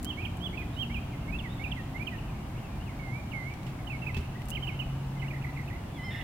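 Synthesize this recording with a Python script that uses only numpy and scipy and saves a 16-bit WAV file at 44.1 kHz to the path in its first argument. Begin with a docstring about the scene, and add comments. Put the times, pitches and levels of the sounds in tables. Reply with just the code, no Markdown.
"""A showground among trees. From the start two distant engines hum as wavering harmonics, one slowing
and fading, over open-air rumble made of noise in bands. Ticks and later knocks of camera handling are
noise bursts. A small songbird warbles close by on the right in gliding, nearly pure tones; farther birds
chatter and another answers on the left. After four seconds the other engine speeds up, the near bird
breaks into trembling warbles, and at the end a horse starts a shrill whinny whose harmonics turn rough."""
import sys
import numpy as np
from scipy import signal
from scipy.fft import rfft, irfft, next_fast_len
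from scipy.io import wavfile
from scipy.ndimage import uniform_filter1d, map_coordinates

SR = 44100
rng = np.random.default_rng(int(sys.argv[2]) if len(sys.argv) > 2 else 0)


def put_to_file(sound):
    """Save the sound as 16-bit audio at rate SR, in the file named by the first command-line argument."""
    columns = np.atleast_2d(sound).T  # one column per channel
    safe = np.clip(columns, -1, 1)
    whole_steps = np.round(safe * 32767)
    wavfile.write(sys.argv[1], SR, whole_steps.astype(np.int16))


N = 274743
T = np.arange(N) / SR


def from_db(db):
    """Decibels to gain."""
    return 10 ** (np.asarray(db) / 20)


def rms_one(x):
    """Scale to unit rms."""
    return x / np.sqrt(np.mean(x ** 2) + 1e-20)


def in_time(rows):
    """Columns of a curve at every sample."""
    s, *columns = np.transpose(rows)
    return [np.interp(T, s, column) for column in columns]


def at_hz(points, hz):
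    """Read a spectrum on a log-frequency axis."""
    f, value = np.transpose(points)
    return np.interp(np.log(np.maximum(hz, 1)), np.log(f), value)


def colour(x, spectrum):
    """Give a signal a spectrum."""
    length = x.shape[-1]
    size = next_fast_len(length)
    gain = from_db(at_hz(spectrum, np.fft.rfftfreq(size, 1 / SR)))
    return irfft(rfft(x, size) * gain, size)[..., :length]


def drift(rate):
    """Smooth chance of spread 1 that changes about rate times a second."""
    return rms_one(map_coordinates(rng.standard_normal(8192), [T * rate], order=3, mode="wrap"))


def sides(pan_db):
    """Left and right gains; a positive pan leans left."""
    return from_db([[pan_db / 2], [-pan_db / 2]])


def place(x, pan_db, lag_s=0):
    """Two channels at constant power; the left one may hear the sound later."""
    left = map_coordinates(x, [np.arange(len(x)) - lag_s * SR], order=3)
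    return rms_one(sides(pan_db)) * np.array([left, x])


def add(out, s, x):
    """Mix a short sound in at time s."""
    at = max(round(s * SR), 0)
    out[..., at:at + x.shape[-1]] += x[..., :max(N - at, 0)]


def dying(t, t60):
    """A level that falls 60 dB in t60."""
    return from_db(-60 * t / t60)


def burst(spectrum, t60, attack_s=0.00073):
    """A puff of coloured noise that swells quickly and dies, a little different in each channel."""
    t = T[:SR // 4]
    noise = rms_one(colour(rng.standard_normal((2, len(t))), spectrum))
    return noise * dying(t, t60) * (1 - np.exp(-t / attack_s))


# returns from tree line and stands: delay_s, level_db
ECHOES = [(0.022, -22), (.047, -54), (.118, -30), (0.192, -30)]


def outdoors(x, scatter_db, t60, onset_s=0.0023):
    """A few echoes from trees and stands, and the scatter of foliage."""
    t = T[:SR]
    scatter = rng.standard_normal((2, SR)) * dying(t, t60) * (1 - np.exp(-t / onset_s))
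    response = from_db(scatter_db) * rms_one(scatter) / np.sqrt(SR)
    for delay, db in ECHOES:
        echo = rms_one(rng.standard_normal((2, 64))) / np.sqrt(64)
        add(response, delay, from_db(db) * echo)
    return signal.fftconvolve(x[None], response, axes=1)[:, :N]


def engine(hz, db, orders, waver_db, unsteady):
    """Low firing harmonics that waver on their way across the grounds."""
    phase = 2 * np.pi * np.cumsum(hz * (1 + unsteady * drift(12))) / SR
    hum = np.zeros(N)
    for multiple, order_db in orders:
        gain = from_db(db + order_db + waver_db * drift(9))
        hum += gain * np.sin(round(multiple) * phase + 2 * np.pi * rng.random())
    return np.sqrt(2) * hum


# engine that slows and fades: time_s, firing_rate_hz, level_db
ENGINE_SLOWING = [(0, 60.53, -45.5), (1.2, 57.27, -46.5), (1.7, 54.25, -48), (2.3, 53.2, -46.5),
                  (3.0, 52.03, -57.5), (6.23, 52.1, -88)]
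# its harmonics: multiple of the firing rate, level_db re the engine
SLOWING_ORDERS = [(1, -5), (2, -4), (3, -2.5), (4, -4), (5, -7), (6, -12.5), (7, -18)]


def slowing_engine():
    """A far engine whose firing rate and level sink together."""
    hz, db = in_time(ENGINE_SLOWING)
    return engine(hz, db, SLOWING_ORDERS, waver_db=3.0, unsteady=0.0058)


IDLE_HZ, SPEED_UP_S, SPEED_UP_HZ_PER_S = 130.54, 4.0, 5.5
# engine that idles, then speeds up: time_s, level_db
RISING_LEVEL = [(0, -49.5), (1.9, -46), (3.6, -45), (4.0, -40), (4.4, -42.5), (4.8, -38.5), (5.3, -38),
                (5.7, -45), (6.23, -47)]
# its harmonics: multiple of the firing rate, level_db re the engine
RISING_ORDERS = [(1, 0.5), (2, -18)]


def rising_engine():
    """A far engine holds its idle firing rate, then slowly climbs."""
    hz = IDLE_HZ + SPEED_UP_HZ_PER_S * np.maximum(T - SPEED_UP_S, 0)
    return engine(hz, in_time(RISING_LEVEL)[0], RISING_ORDERS, waver_db=2.5, unsteady=0.00779)


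BREEZE_DB = -43
# puffs of air on the microphone: centre_s, half_width_s, level_db
PUFFS = [(0, .025, -33.5), (.26, 0.058, -38), (.81, 0.039, -37), (1.0, 0.04, -40), (1.33, 0.09, -36.5),
         (4.2, 0.033, -46), (4.53, 0.074, -39), (4.87, 0.088, -39)]


def puffs():
    """Gain of the air on the microphone: a steady breeze and a few soft swells."""
    power = from_db(BREEZE_DB) ** 2
    for s, width, db in PUFFS:
        swell = np.exp(-.5 * ((T - s) / width) ** 2)
        power = power + (from_db(db) * swell) ** 2
    return np.sqrt(power)


RUMBLE_DB, WASH_DB, LEAVES_DB, HISS_DB = -40, -49, -55.5, -61
# tilt of the air noise inside each band: frequency_hz, density_db per Hz
AIR_SPECTRUM = [(20, -5.5), (45, 5.5), (70, 6.5), (115, 0), (170, -3), (260, -9), (350, -13), (470, -22),
                (760, -16), (1100, -21.5), (1600, -28), (3000, -33.5), (5500, -42), (15500, -48)]
# how alike left and right are: frequency_hz, correlation (-1 to 1)
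LIKENESS = [(30, 1), (140, 1), (300, 0.91), (600, 0.54), (1200, 0.36), (2500, 0.053), (6000, -0.32),
            (15000, 0.12)]


def open_air():
    """Air on the microphone, far traffic and faint hiss: alike in both channels in the bass, diffuse above."""
    size = next_fast_len(N)
    hz = np.fft.rfftfreq(size, 1 / SR)
    alike = np.clip(at_hz(LIKENESS, hz), -.99, .99)
    mid, side = rfft(rng.standard_normal((2, size)))
    air = np.sqrt(1 + alike) * mid + np.sqrt(1 - alike) * side * [[1], [-1]]
    air = air * from_db(at_hz(AIR_SPECTRUM, hz))
    edges_hz = [12, 90, 450, 1500, 5000, SR / 2]
    gains = [puffs(), from_db(RUMBLE_DB), from_db(WASH_DB), from_db(LEAVES_DB), from_db(HISS_DB)]
    out = np.zeros((2, N))
    for low, high, gain in zip(edges_hz, edges_hz[1:], gains):
        band = irfft(air * (hz >= low) * (hz < high), size)[:, :N]
        out += gain * rms_one(band)
    return out


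REBOUND_S, REBOUND_DB, REBOUND_T60_S = .004, -9.5, 0.018   # each tick chatters once more
# sharp ticks at the camera: start_s, level_db before the tick trim, t60_s
TICKS = [(0.029, -30, 0.008), (0.0462, -21.5, 0.007), (0.369, -48.5, 0.036), (4.455, -39, .01),
         (4.484, -39.5, 0.036), (4.4964, -32, 0.01), (4.5035, -24.5, 0.008)]
# colour of a tick: frequency_hz, density_db per Hz
TICK_SPECTRUM = [(300, -35), (1500, -1), (3500, -6), (5500, -4), (7200, 1.5), (9500, 1.5), (13000, 0.5),
                 (16000, -6)]
# dull knocks and scuffs: start_s, level_db before the knock trim, t60_s, body_thud_db
KNOCKS = [(3.538, -43, .03, -64), (3.631, -42.5, 0.022, -57), (3.664, -47, 0.21, -68),
          (4.144, -37, 0.042, -42), (4.166, -38, 0.13, -29.5), (4.204, -51, 0.24, -39.5),
          (4.418, -39, 0.021, -60)]
# colour of a knock: frequency_hz, density_db per Hz
KNOCK_SPECTRUM = [(200, -4), (700, -3), (1600, -3), (2600, 7.5), (4000, -4), (6000, -9), (10000, -16.5),
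                  (16000, -18)]
# resonances of the camera body: frequency_hz, level_db re the thud, t60_s
BODY = [(79, 3, 0.38), (226, -7, 0.37), (389, -7, 0.14)]


def handling(tick_trim_db=-2.0, knock_trim_db=-1.5, tick_pan_db=6.5, knock_pan_db=-7.5):
    """Bright ticks of plastic, and duller knocks that also thud through the camera body."""
    out, t = np.zeros((2, N)), T[:SR // 2]
    for s, db, t60 in TICKS:
        gains = from_db(db + tick_trim_db) * sides(tick_pan_db)
        add(out, s, gains * burst(TICK_SPECTRUM, t60))
        add(out, s + REBOUND_S, from_db(REBOUND_DB) * gains * burst(TICK_SPECTRUM, REBOUND_T60_S))
    for s, db, t60, thud_db in KNOCKS:
        gains = from_db(db + knock_trim_db) * sides(knock_pan_db)
        add(out, s, gains * burst(KNOCK_SPECTRUM, t60))
        for hz, mode_db, ring_s in BODY:
            add(out, s, from_db(thud_db + mode_db) * np.sin(2 * np.pi * hz * t) * dying(t, ring_s))
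    return out


# faint bird overtones by where they land: frequency_hz, level_db re the note before the overtone trim
OVERTONES = [(4000, -27), (7000, -36), (10000, -44), (12000, -26), (13300, -36), (14400, -23), (15600, -25)]


def notes(shape, rows, tremble, edge_s=0.0035, flutter_db=1.4, rounding=0.13, overtone_trim_db=-3.0):
    """Each note is one nearly pure tone that glides through its shape between its lowest and highest pitch."""
    out = np.zeros(N)
    wobble, flutter = 1 + tremble * drift(260), flutter_db * drift(170)
    share, height, shape_db = np.transpose(shape)
    for start, length, low, high, db, *swell_db in rows:
        t = T[:max(round(length * SR), 64)]
        u = t / t[-1]
        span = np.minimum(round(start * SR) + np.arange(len(t)), N - 1)
        # round the corners of the glide
        smoothing = max(int(rounding * len(t)), 1)
        glide = uniform_filter1d(np.interp(u, share, height), smoothing, mode="nearest")
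        hz = (low + (high - low) * glide) * wobble[span]
        phase = 2 * np.pi * np.cumsum(hz) / SR
        gate = np.sin(np.pi / 2 * np.clip(np.minimum(t, t[-1] - t) / edge_s, 0, 1)) ** 2
        tone = np.sin(phase)
        for k in range(2, 7):
            tone = tone + from_db(overtone_trim_db + at_hz(OVERTONES, k * hz)) * np.sin(k * phase)
        level_db = db + np.interp(u, share, shape_db) + sum(swell_db) * (u - .5) + flutter[span]
        add(out, start, from_db(level_db) * gate * tone)
    return out


SONG_TREMBLE = 0.0072   # share of the pitch
# Shapes: share of the note (0-1), height (0 lowest pitch, 1 highest), level_db re the note.
# Notes: start_s, length_s, lowest_hz, highest_hz, level_db before the bird's trim.
# Pitches are before the tremble.
# high notes that climb and drop
ARCH = [(0, 0.4, -13), (.35, .76, -6.5), (.64, .97, -1.5), (.82, 0.48, 1.5), (1, 0, -13)]
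ARCHES = [(0.048, .076, 2756, 3313, -34), (.405, 0.08, 2590, 3510, -33), (.762, .086, 2480, 3300, -30)]
# notes that jump up and slide down, mostly in pairs
HOOK = [(0, 0.29, -5.5), (.24, 0.99, 0.5), (.46, 0.58, -2), (.72, .1, -6.5), (1, 0.047, -13)]
HOOKS = [(3.315, 0.021, 2350, 2980, -38), (3.868, 0.029, 2710, 3046, -38.5), (3.896, 0.05, 2250, 2726, -37),
         (4.017, 0.043, 2550, 2740, -39.5), (4.061, .056, 1970, 2710, -33), (4.546, 0.044, 1986, 3254, -31),
         (4.622, 0.046, 2839, 3140, -35), (4.669, 0.044, 2115, 3090, -31.5), (4.789, .048, 2470, 3053, -32)]
# rising notes
UPSLUR = [(0, 0, -5.5), (.5, .48, 0), (1, 1, -6)]
UPSLURS = [(0.117, .027, 2590, 2820, -41.5), (.171, 0.047, 2130, 2525, -38),
           (0.246, 0.0118, 2500, 3260, -39), (.527, 0.033, 2114, 2410, -40.5),
           (0.896, 0.041, 2074, 2460, -41.5), (1.277, 0.035, 2100, 2350, -40),
           (1.322, 0.048, 2484, 2740, -34), (1.593, 0.043, 2112, 2340, -38.5),
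           (1.944, 0.041, 2037, 2190, -37), (1.994, 0.043, 2200, 2500, -34.5),
           (4.514, 0.03, 2750, 3120, -34.5), (6.209, .012, 2620, 3100, -40)]
# notes that dip and lift again
SCOOP = [(0, 1, 2.5), (.25, .35, -1), (.62, 0, -0.5), (.85, 0.27, -3), (1, 0.54, -4)]
SCOOPS = [(.216, 0.042, 2400, 2806, -39), (0.572, 0.051, 2407, 2666, -37.5),
          (.942, 0.054, 2370, 2980, -35.5), (1.637, 0.048, 2340, 2910, -35.5),
          (5.193, 0.026, 2920, 3220, -46.5), (5.219, 0.024, 2000, 2270, -39.5),
          (6.145, 0.023, 1920, 2300, -39), (6.191, 0.037, 1970, 2070, -40.5)]
# falling notes, quick and high or slow and low
DOWNSLUR = [(0, 1, -12), (.25, 0.7, -0.5), (.55, .22, -1.5), (1, 0, -8.5)]
DOWNSLURS = [(0.249, 0.027, 2180, 3590, -34), (0.608, 0.035, 1860, 2596, -42.5),
             (1.385, 0.03, 2660, 3700, -37), (1.437, 0.05, 1870, 2330, -39.5),
             (1.713, 0.025, 2510, 3640, -31), (1.761, 0.056, 1810, 2180, -41),
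             (2.067, 0.029, 2344, 3314, -32), (2.112, 0.059, 1805, 2030, -41.5),
             (3.928, .044, 2193, 2258, -36), (4.136, 0.047, 2560, 2710, -39), (4.712, .05, 2130, 2220, -48)]
# two long low whistles, with a sixth column: swell_db over the note
WHISTLE = [(0, .65, -3), (.18, .33, -1.5), (.42, 0.01, -3.5), (.56, .15, -4.5), (.73, .65, 0),
           (.86, 0.91, -7.5), (1, 0.99, -7)]
WHISTLES = [(2.988, .222, 2080, 2380, -41, 7), (3.332, .21, 2037, 2340, -37, -7)]


def near_bird(trim_db=0.5, song_pan_db=-14.5, warble_pan_db=-8.5, lag_s=.0001, warble_wet_db=2.0):
    """A songbird on the right strings a few kinds of gliding note into phrases, with late warbles."""
    kinds = [(ARCH, ARCHES), (HOOK, HOOKS), (UPSLUR, UPSLURS),
             (SCOOP, SCOOPS), (DOWNSLUR, DOWNSLURS), (WHISTLE, WHISTLES)]
    song = sum(notes(shape, rows, SONG_TREMBLE) for shape, rows in kinds)
    warble = warbles()
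    direct = place(song, song_pan_db, lag_s) + place(warble, warble_pan_db, lag_s)
    scattered = outdoors(song + from_db(warble_wet_db) * warble, scatter_db=-10, t60=1.0)
    return from_db(trim_db) * (direct + scattered)


CHATTER_PER_S, CHATTER_DB = 11, -52.5   # level before the far birds' trim
CHATTER_LOW_HZ, CHATTER_HIGH_HZ = 1844, 2780   # range of each slur's lowest pitch
CHATTER_SWEEP = 0.182   # share of the pitch


def chatter():
    """Faint short slurs of many birds farther off, at random moments and pitches."""
    draws = rng.random((int(CHATTER_PER_S * N / SR), 4))
    rows = []
    for when, length, pitch, strength in draws:
        low = CHATTER_LOW_HZ + (CHATTER_HIGH_HZ - CHATTER_LOW_HZ) * pitch
        db = CHATTER_DB + 6 * (strength - .5)
        rows.append((when * T[-1], 0.0148 + 0.0307 * length, low, low * (1 + CHATTER_SWEEP), db))
    return notes(DOWNSLUR, rows[::2], tremble=0.023) + notes(UPSLUR, rows[1::2], tremble=0.016)


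# thin twitter from the trees: start_s, length_s, lowest_hz, highest_hz, level_db before the trim
TWITTERS = [(.72, .06, 3600, 3760, -57), (1.485, 0.06, 3390, 3750, -53.5), (1.55, 0.072, 3470, 3550, -60)]
# slurs of the answering bird: start_s, length_s, from_hz, to_hz, level_db before the trim
FAR_SLURS = [(1.11, 0.053, 2600, 1980, -51), (1.972, .026, 3020, 2600, -48.5),
             (2.181, 0.022, 3000, 2430, -49), (2.266, 0.062, 2780, 2380, -55),
             (2.563, 0.044, 2420, 3223, -55), (2.628, .055, 2920, 2500, -52.5),
             (2.682, .1, 2456, 2370, -58), (2.798, .045, 2720, 3130, -53.5),
             (2.85, .085, 3080, 1880, -51.5), (3.493, .032, 3050, 2310, -50),
             (4.348, 0.037, 1870, 2050, -53.5), (4.391, 0.036, 1900, 2050, -52),
             (5.152, .05, 2220, 2010, -51)]


def far_birds(slur_pan_db=5.0, twitter_pan_db=-8.0, trim_db=1.0):
    """An answering bird on the left, a twitter and chatter in the trees; much of it arrives scattered."""
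    rising = [row for row in FAR_SLURS if row[2] < row[3]]
    falling = [(s, length, last, first, db) for s, length, first, last, db in FAR_SLURS if first >= last]
    slurs = notes(UPSLUR, rising, tremble=.013, flutter_db=2.5)
    slurs = slurs + notes(DOWNSLUR, falling, tremble=.013, flutter_db=2.5)
    twitter = notes(UPSLUR, TWITTERS, tremble=0.036)
    direct = place(slurs, slur_pan_db) + place(twitter, twitter_pan_db)
    scattered = outdoors(slurs + twitter + chatter(), scatter_db=-1.5, t60=1.0)
    return from_db(trim_db) * (direct + scattered)


WARBLE_TREMBLE = 0.034   # share of the pitch
SWEEP_FROM_HZ, SWEEP_TO_HZ, SWEEP_LEAD_S, SWEEP_S = 2400, 3005, .024, 0.0186
WARBLE_SCOOP_S, WARBLE_DIP_HZ = .028, 645
QUAVER_LOW_HZ, QUAVER_HIGH_HZ, QUAVER_DB = 1914, 2120, -3.5   # level re the scoop
# warbles: scoop_start_s, scoop_lowest_hz, tail_length_s, level_db, upsweep_db (before the bird's trim)
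WARBLES = [(5.24, 2140, 0.0079, -41.5, -43), (5.299, 2280, 0.061, -40.5, -43),
           (5.437, 2070, 0.046, -38.5, -47), (5.561, 2190, 0.043, -39.5, -56),
           (5.698, 1920, 0.044, -42, -42.5)]
# shape of the scoop: share of the note (0-1), height (0-1), level_db re the note
WARBLE_SCOOP = [(0, 1, -2), (.2, .3, -1.5), (.5, 0.01, 1), (.8, .15, -7), (1, 0.23, -8)]
# shape of the quavering tail: share of the note (0-1), height (0-1), level_db re the note
QUAVER = [(0, 0.78, -5), (.2, 0.31, 1), (.4, 0.91, -4), (.62, 0.08, -2), (.85, .9, 0), (1, 0.66, -7)]


def warbles(overtone_trim_db=2.5):
    """The near bird's trembling phrase: sweep up, scoop down, quaver."""
    sweeps, scoops, tails = [], [], []
    for s, low, tail_s, db, sweep_db in WARBLES:
        sweeps.append((s - SWEEP_LEAD_S, SWEEP_S, SWEEP_FROM_HZ, SWEEP_TO_HZ, sweep_db))
        scoops.append((s, WARBLE_SCOOP_S, low, low + WARBLE_DIP_HZ, db))
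        tails.append((s + WARBLE_SCOOP_S, tail_s, QUAVER_LOW_HZ, QUAVER_HIGH_HZ, db + QUAVER_DB))
    parts = [(UPSLUR, sweeps), (WARBLE_SCOOP, scoops), (QUAVER, tails)]
    return sum(notes(shape, rows, WARBLE_TREMBLE, flutter_db=3.0, overtone_trim_db=overtone_trim_db)
               for shape, rows in parts)


# the voice breaks: the clear tone gives way to rough sidebands (levels re effort)
BREAK_S, BREAK_TAKES_S = 6.097, 0.011
SMOOTH_ROUGH_DB, BROKEN_ROUGH_DB, BROKEN_CLEAR_DB = -31, -5.5, -9
# whinny: time_s, whistle_pitch_hz before jitter, effort_db
WHINNY = [(5.91, 1170, -64), (5.965, 1135, -44), (5.995, 996, -44.5), (6.025, 1005, -43), (6.05, 1053, -38),
          (6.095, 1021, -39), (6.15, 1053, -40), (6.23, 1035, -42.5)]
# throat and nose of the horse: frequency_hz, level_db
THROAT = [(700, -28), (1050, -31), (1500, -24), (1760, -7.5), (2060, -2.5), (2300, -22), (2800, -14),
          (3100, -17), (3420, -11.5), (3720, -13), (3950, -29), (4150, -28), (5000, -36), (5230, -16),
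          (5450, -37)]


def horse(fold_hz=270, fold_jitter=0.08, whistle_jitter=0.0073, breath_db=-4.0, bloom=.35, pan_db=-3.0):
    """A high whistle in the larynx; when the slow folds join in, each harmonic grows rough sidebands."""
    pitch, effort_db = in_time(WHINNY)
    broken = np.clip((T - BREAK_S) / BREAK_TAKES_S, 0, 1)
    clear_db = effort_db + BROKEN_CLEAR_DB * broken
    rough_db = effort_db + SMOOTH_ROUGH_DB * (1 - broken) + BROKEN_ROUGH_DB * broken
    sounding = T > WHINNY[0][0]
    whistle = (pitch * (1 + whistle_jitter * drift(200)))[sounding]
    folds = (fold_hz * (1 + fold_jitter * drift(150)))[sounding]
    held_back_db = clear_db.max() - clear_db[sounding]
    voice = np.zeros(N)
    for k in range(1, 6):
        for side in range(-1, 3):   # side 0 is the clear harmonic
            hz = k * whistle + side * folds
            db = (rough_db + 3 * drift(120) if side else clear_db + drift(100))[sounding]
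            db = db - bloom * max(k - 3, 0) * held_back_db   # top harmonics open with effort
            wave = np.sin(2 * np.pi * (np.cumsum(hz) / SR + rng.random()))
            voice[sounding] += np.sqrt(2) * from_db(db + at_hz(THROAT, hz)) * wave
    # turbulent air rings in the same throat
    breath = rms_one(colour(rng.standard_normal(N), THROAT))
    voice += from_db(rough_db + breath_db) * breath
    return place(voice, pan_db) + outdoors(voice, scatter_db=-5.5, t60=.6)


def scene():
    """Birds, horse and handling over the engines and the open air."""
    hum = slowing_engine() + rising_engine()
    return hum + open_air() + handling() + near_bird() + far_birds() + horse()


CUTOFF_HZ = 15850


def record(dry):
    """A steep elliptic low-pass cuts the top."""
    lowpass = signal.ellip(12, .1, 80, CUTOFF_HZ, fs=SR, output="sos")
    return signal.sosfilt(lowpass, dry)


dry = scene()
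out = record(dry)
put_to_file(out)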